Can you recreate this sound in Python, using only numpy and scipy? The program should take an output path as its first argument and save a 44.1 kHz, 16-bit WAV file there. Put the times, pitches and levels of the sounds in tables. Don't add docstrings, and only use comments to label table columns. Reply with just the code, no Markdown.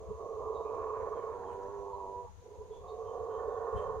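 import sys
import numpy as np
from scipy import signal
from scipy.fft import rfft, irfft
from scipy.io import wavfile
from scipy.ndimage import uniform_filter1d

SR = 44100
rng = np.random.default_rng(int(sys.argv[2]) if len(sys.argv) > 2 else 0)


def unload_wav(signal):
    wavfile.write(
        sys.argv[1],
        SR,
        np.round(np.clip(np.atleast_2d(signal).T, -1, 1) * 32767).astype(np.int16),
    )


N = 176400
T = np.arange(N) / SR
HZ = np.maximum(np.arange(N // 2 + 1) * SR / N, 1)


def howlers(roar_hz=109.43, grunt_hz=433, grunt_sigma_s=.0088):
    # f/Hz, width/Hz, relative level/dB
    first_throat = [(446,62,-1.5),(527,208,-12),(672,52,-14),(856,230,-17.5),(997,60,-7.5),(1082.5,41,-4.5),(1151,98,-11.5),(1360,280,-29.5),(1730,200,-36),(2180,460,-44.5)]
    groan_throat = [(409.1,33.4,3),(472,49,1.5),(598,410,-8.5),(905,145,-6),(974,21.7,5.5),(1082,103,-7.5),(1310,230,-24),(1670,300,-35.5)]
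    lull_throat = [(462,104,-4),(979,64,-9.5),(790,470,-22)]
    second_throat = [(448.6,43.7,2),(513.5,144,-8),(721,49,-9),(878,220,-13),(989,66,-6.5),(1096,103,-1.5),(1130,150,-15.5),(1438,150,-27.5),(1772,150,-34.5)]
    # t/s, f/Hz
    groan_pitch = [(1.33,98.87),(1.40,94.6),(1.48,94.67),(1.78,100.7),(1.92,98.47),(2.05,96.88),(2.18,97.33),(2.29,95.94)]
    # t/s, roughness/0-1
    groan_roughness = [(1.33,.4),(1.5,.25),(1.72,.24),(1.85,.16)]
    # t/s, peak level/dB
    grunts = [(0.114,-33.5),(.503,-35),(1.011,-33.5),(2.522,-43.5),(2.613,-41),(2.718,-39),(2.926,-37),(3.138,-37.5),(3.489,-33.5)]
    # t/s, sigma/s, level/dB
    rasps = [(0.679,0.019,-73.5),(0.869,0.12,-77.5)]
    # f/Hz, width/Hz, relative level/dB
    rasp_band = [(2444,300,0)]
    voice = call(roar_hz, first_throat, -.1, 1.33, rough=.74, flutter_db=2)
    voice += call(curve(groan_pitch), groan_throat, 1.33, 2.38, curve(groan_roughness), flutter_db=-1.5)
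    voice += call(roar_hz, lull_throat, 2.39, 2.82, rough=.94, flutter_db=3)
    voice += call(roar_hz, second_throat, 2.82, 4.1, rough=.87, flutter_db=.5)
    voice = registers(voice) * gate(0, T[-1], fade_s=.005)
    for s, db in grunts:
        voice += from_db(db) * swell(s, grunt_sigma_s) * np.sin(2 * np.pi * (grunt_hz * T + rng.random()))
    voice += swells(rasps) * noise(resonances(rasp_band), channels=1)[0]
    return across_forest(voice)


def call(f0, throat, start, end, rough, flutter_db, crossfade_s=.053):
    f0 = f0 * (1 + (.003 + .03 * rough) * drift(25))
    cycles = np.cumsum(f0) / SR
    clean = np.zeros(N)
    for k in range(2, 14):
        harmonic_gain = resonances(throat, k * f0) ** 1.225 * from_db(2.7 * drift(11))
        clean += harmonic_gain * np.cos(2 * np.pi * (k * cycles + rng.random()))
    ragged_cycles = np.cumsum(f0 * (1 + .3 * drift(70))) / SR
    pulses = np.diff(np.floor(ragged_cycles), prepend=0) * from_db(1.9 * drift(100))
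    air = rng.standard_normal(N) * np.exp(-2 * (ragged_cycles % 1))
    chaos = (rms_one(pulses) + rms_one(air)) * from_db(flutter_db * drift(60))
    harsh = even(scatter(colour(chaos, resonances(throat))))
    fade = gate(start - crossfade_s / 2, end + crossfade_s / 2, crossfade_s)
    return np.sqrt(fade) * (np.sqrt(1 - rough) * rms_one(clean) + np.sqrt(rough) * harsh)


def registers(voice, crossovers_hz=(780, 1330)):
    # t/s, level/dB
    boom_db = [(0,-48),(.17,-49.5),(.22,-43),(.45,-40),(1.02,-39.5),(1.3,-41),(1.37,-44.5),(1.7,-44),(1.8,-42.5),(1.95,-47),(2.2,-47.5),(2.255,-48.5),(2.28,-80),(2.38,-71.5),(2.46,-53),(2.7,-55),(2.88,-49),(2.98,-41),(3.08,-43.5),(3.15,-40),(3.48,-39),(3.8,-38),(4,-40)]
    ring_db = [(0,-62),(.1,-54),(.32,-50.5),(.45,-45),(.87,-43),(1.1,-44.5),(1.4,-49),(1.54,-46.5),(1.82,-49),(1.92,-45.5),(2.2,-44.5),(2.225,-52.5),(2.28,-50.5),(2.33,-78.5),(2.59,-56.5),(2.69,-65.5),(2.74,-56.5),(2.81,-62),(2.86,-53),(3.04,-51),(3.2,-48),(3.7,-43),(3.9,-43.5),(4,-52)]
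    rasp_db = [(0,-85.5),(.6,-78.5),(.78,-66),(1.0,-64.5),(1.76,-65.5),(1.83,-83),(2.85,-91.5),(3.15,-75),(3.45,-63.5),(3.78,-60),(4,-66)]
    below_low, below_upper = (lowpass(edge, 30) for edge in crossovers_hz)
    boom = even(colour(voice, below_low)) * from_db(curve(boom_db))
    ring = even(colour(voice, below_upper - below_low)) * from_db(curve(ring_db) + 1.32 * drift(15))
    rasp = even(colour(voice, 1 - below_upper)) * from_db(curve(rasp_db) + 2.2 * drift(45))
    return boom + ring + rasp


def across_forest(voice, left_lead_s=.00008, wet_db=-14.5, diffuse_hz=1950, diffuse_db=-1):
    # f/Hz, left minus right level/dB
    balance = [(400,-5.9),(1050,-4.3),(1550,-10)]
    time_offset = np.exp(np.array([[1], [-1]]) * 1j * np.pi * HZ * left_lead_s)
    direction = pan(20 * np.log10(slope(balance))) * time_offset
    ahead = voice + from_db(wet_db) * trees(voice)
    around = colour(trees(voice), 1 - lowpass(diffuse_hz, 3))
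    fade_out = np.clip((T[-1] - T) / .005, 0, 1)
    return colour(ahead * fade_out, direction) + from_db(diffuse_db) * around


def trees(x, t60_s=.48, predelay_s=.012):
    tail = rng.standard_normal((2, N)) * from_db(-60 * T / t60_s) * (T > predelay_s)
    tail /= np.sqrt(np.sum(tail ** 2) / 2)
    return signal.fftconvolve(tail, x[None], axes=1)[:, :N]


def scatter(x, spread_s=.00511):
    delay = spread_s * rms_one(smooth(rng.standard_normal(len(HZ)), size=300))
    return colour(x, np.exp(-2j * np.pi * np.cumsum(delay) * SR / N))


def birds(chatter_db=-87, wet_db=-2.5):
    # t/s, length/s, start f/Hz, end f/Hz, level/dB
    notes = [(0.536,0.063,3820,3780,-68),(1.12,.13,3410,2860,-77.5),(1.434,0.11,3380,2850,-76),(1.91,0.07,4540,3780,-78),(2.88,0.05,4400,4390,-75),(2.698,0.094,3401,3430,-71),(2.869,0.051,3760,3700,-69),(3.035,.12,3110,3100,-74),(3.287,0.12,3150,3110,-74),(3.457,0.18,3930,3060,-81),(3.754,0.06,3094,3130,-62.5)]
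    whistles = np.zeros(N)
    waver = 1 + .006 * drift(190)
    for s, length, start_hz, end_hz, db in notes:
        progress = np.clip((T - s) / length, 0, 1)
        hz = (start_hz + (end_hz - start_hz) * progress) * waver
        tone = np.sin(2 * np.pi * np.cumsum(hz) / SR)
        huskiness = .5 if end_hz > .92 * start_hz else .1
        husk = huskiness * noise(resonances([(start_hz, 800, 0)]), channels=1)[0]
        whistles += from_db(db) * np.sin(np.pi * progress) * (tone + husk)
    chatter = from_db(chatter_db + 2 * drift(24)) * noise(resonances([(3900, 1100, 0)]))
    return chatter + pan(2.6) * whistles + from_db(wet_db) * trees(whistles)


def insects(cricket_hz=5900, cricket_db=-80.5, chorus_db=-76):
    # t/s, length/s
    trills = [(0.14,0.3),(.98,0.22),(1.593,0.29),(2.256,0.28),(2.94,.26)]
    # f/Hz, width/Hz, relative level/dB
    chorus_band = [(6594,760,4.5)]
    trilling = sum(gate(s, s + length, fade_s=.042) for s, length in trills)
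    cricket = from_db(cricket_db) * trilling * noise(resonances([(cricket_hz, 110, 0)]))
    chorus = from_db(chorus_db + .71 * drift(30)) * noise(resonances(chorus_band))
    return pan(2.1) * (cricket + chorus)


def foliage(hiss_db=-65.5):
    # t/s, sigma/s, level/dB
    rustles = [(1.517,0.031,-70.5),(3.783,0.045,-66.5)]
    # f/Hz, width/Hz, relative level/dB
    leaf_bands = [(2000,2100,4.5),(7500,5000,-8.5)]
    # t/s, level/dB
    twigs = [(0.753,-68),(1.636,-67)]
    # f/Hz, relative level/dB
    hiss_spectrum = [(30,15),(250,5.5),(900,9.5),(1500,-1.5),(3100,-6),(5200,-8.5),(8000,-12.5),(15600,-21.5)]
    rustle = swells(rustles) * from_db(2 * drift(120)) * noise(resonances(leaf_bands))
    ticks = swells((s, .002, db) for s, db in twigs) * noise(resonances([(5500, 3200, 0)]))
    hiss = from_db(hiss_db) * noise(slope(hiss_spectrum))
    return pan(2.1) * (hiss + rustle + ticks)


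def wind(rumble_db=-56.5):
    # f/Hz, relative level/dB
    air_spectrum = [(20,-11.5),(45,-5.5),(72,5.5),(102,-2),(130,-14.5),(200,-14),(400,-48.5),(3000,-100)]
    # t/s, sigma/s, left level/dB
    gusts = [(0.103,0.021,-43),(1.04,0.023,-47.5),(3.226,0.019,-50),(3.767,0.019,-34.5),(3.948,0.11,-44.5)]
    rumble = from_db(rumble_db + 2 * drift(24)) * noise(slope(air_spectrum)) * pan(10)
    buffets = swells(gusts) * even(noise(slope(air_spectrum)))
    return rumble + buffets * from_db([[0], [-19]])


def from_db(db):
    return 10 ** (np.asarray(db) / 20)


def rms_one(x):
    return x / np.sqrt(np.mean(x ** 2) + 1e-20)


def curve(points):
    return np.interp(T, *np.transpose(points))


def slope(points):
    hz, db = np.transpose(points)
    return from_db(np.interp(np.log(HZ), np.log(hz), db))


def resonances(rows, hz=HZ):
    powers = (from_db(db) ** 2 / (1 + 2 * ((hz - centre) / width) ** 2) ** 3 for centre, width, db in rows)
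    return np.sqrt(sum(powers))


def lowpass(edge_hz, order):
    return 1 / (1 + (HZ / edge_hz) ** order)


def colour(x, gain):
    return irfft(rfft(x) * gain, N)


def noise(gain, channels=2):
    return rms_one(colour(rng.standard_normal((channels, N)), gain))


def drift(rate_hz):
    return noise(lowpass(rate_hz, 2) ** 2, channels=1)[0]


def smooth(x, size):
    return uniform_filter1d(uniform_filter1d(x, size), size)


def even(x, window_s=.045):
    return x / np.sqrt(np.abs(smooth(x * x, int(window_s * SR))) + 1e-20)


def gate(start, end, fade_s):
    return np.clip(np.minimum(T - start, end - T) / fade_s, 0, 1)


def swell(s, sigma_s):
    return np.exp(-np.minimum(((T - s) / sigma_s) ** 2, 100) / 2)


def swells(rows):
    return sum(from_db(db) * swell(s, sigma_s) for s, sigma_s, db in rows)


def pan(db):
    sides = from_db(np.array([[.5], [-.5]]) * db)
    return sides / sides.mean(axis=0)


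def scene():
    return howlers() + birds() + insects() + foliage() + wind()


def record(dry):
    return colour(dry, lowpass(edge_hz=15700, order=200))


dry = scene()
out = record(dry)
unload_wav(out)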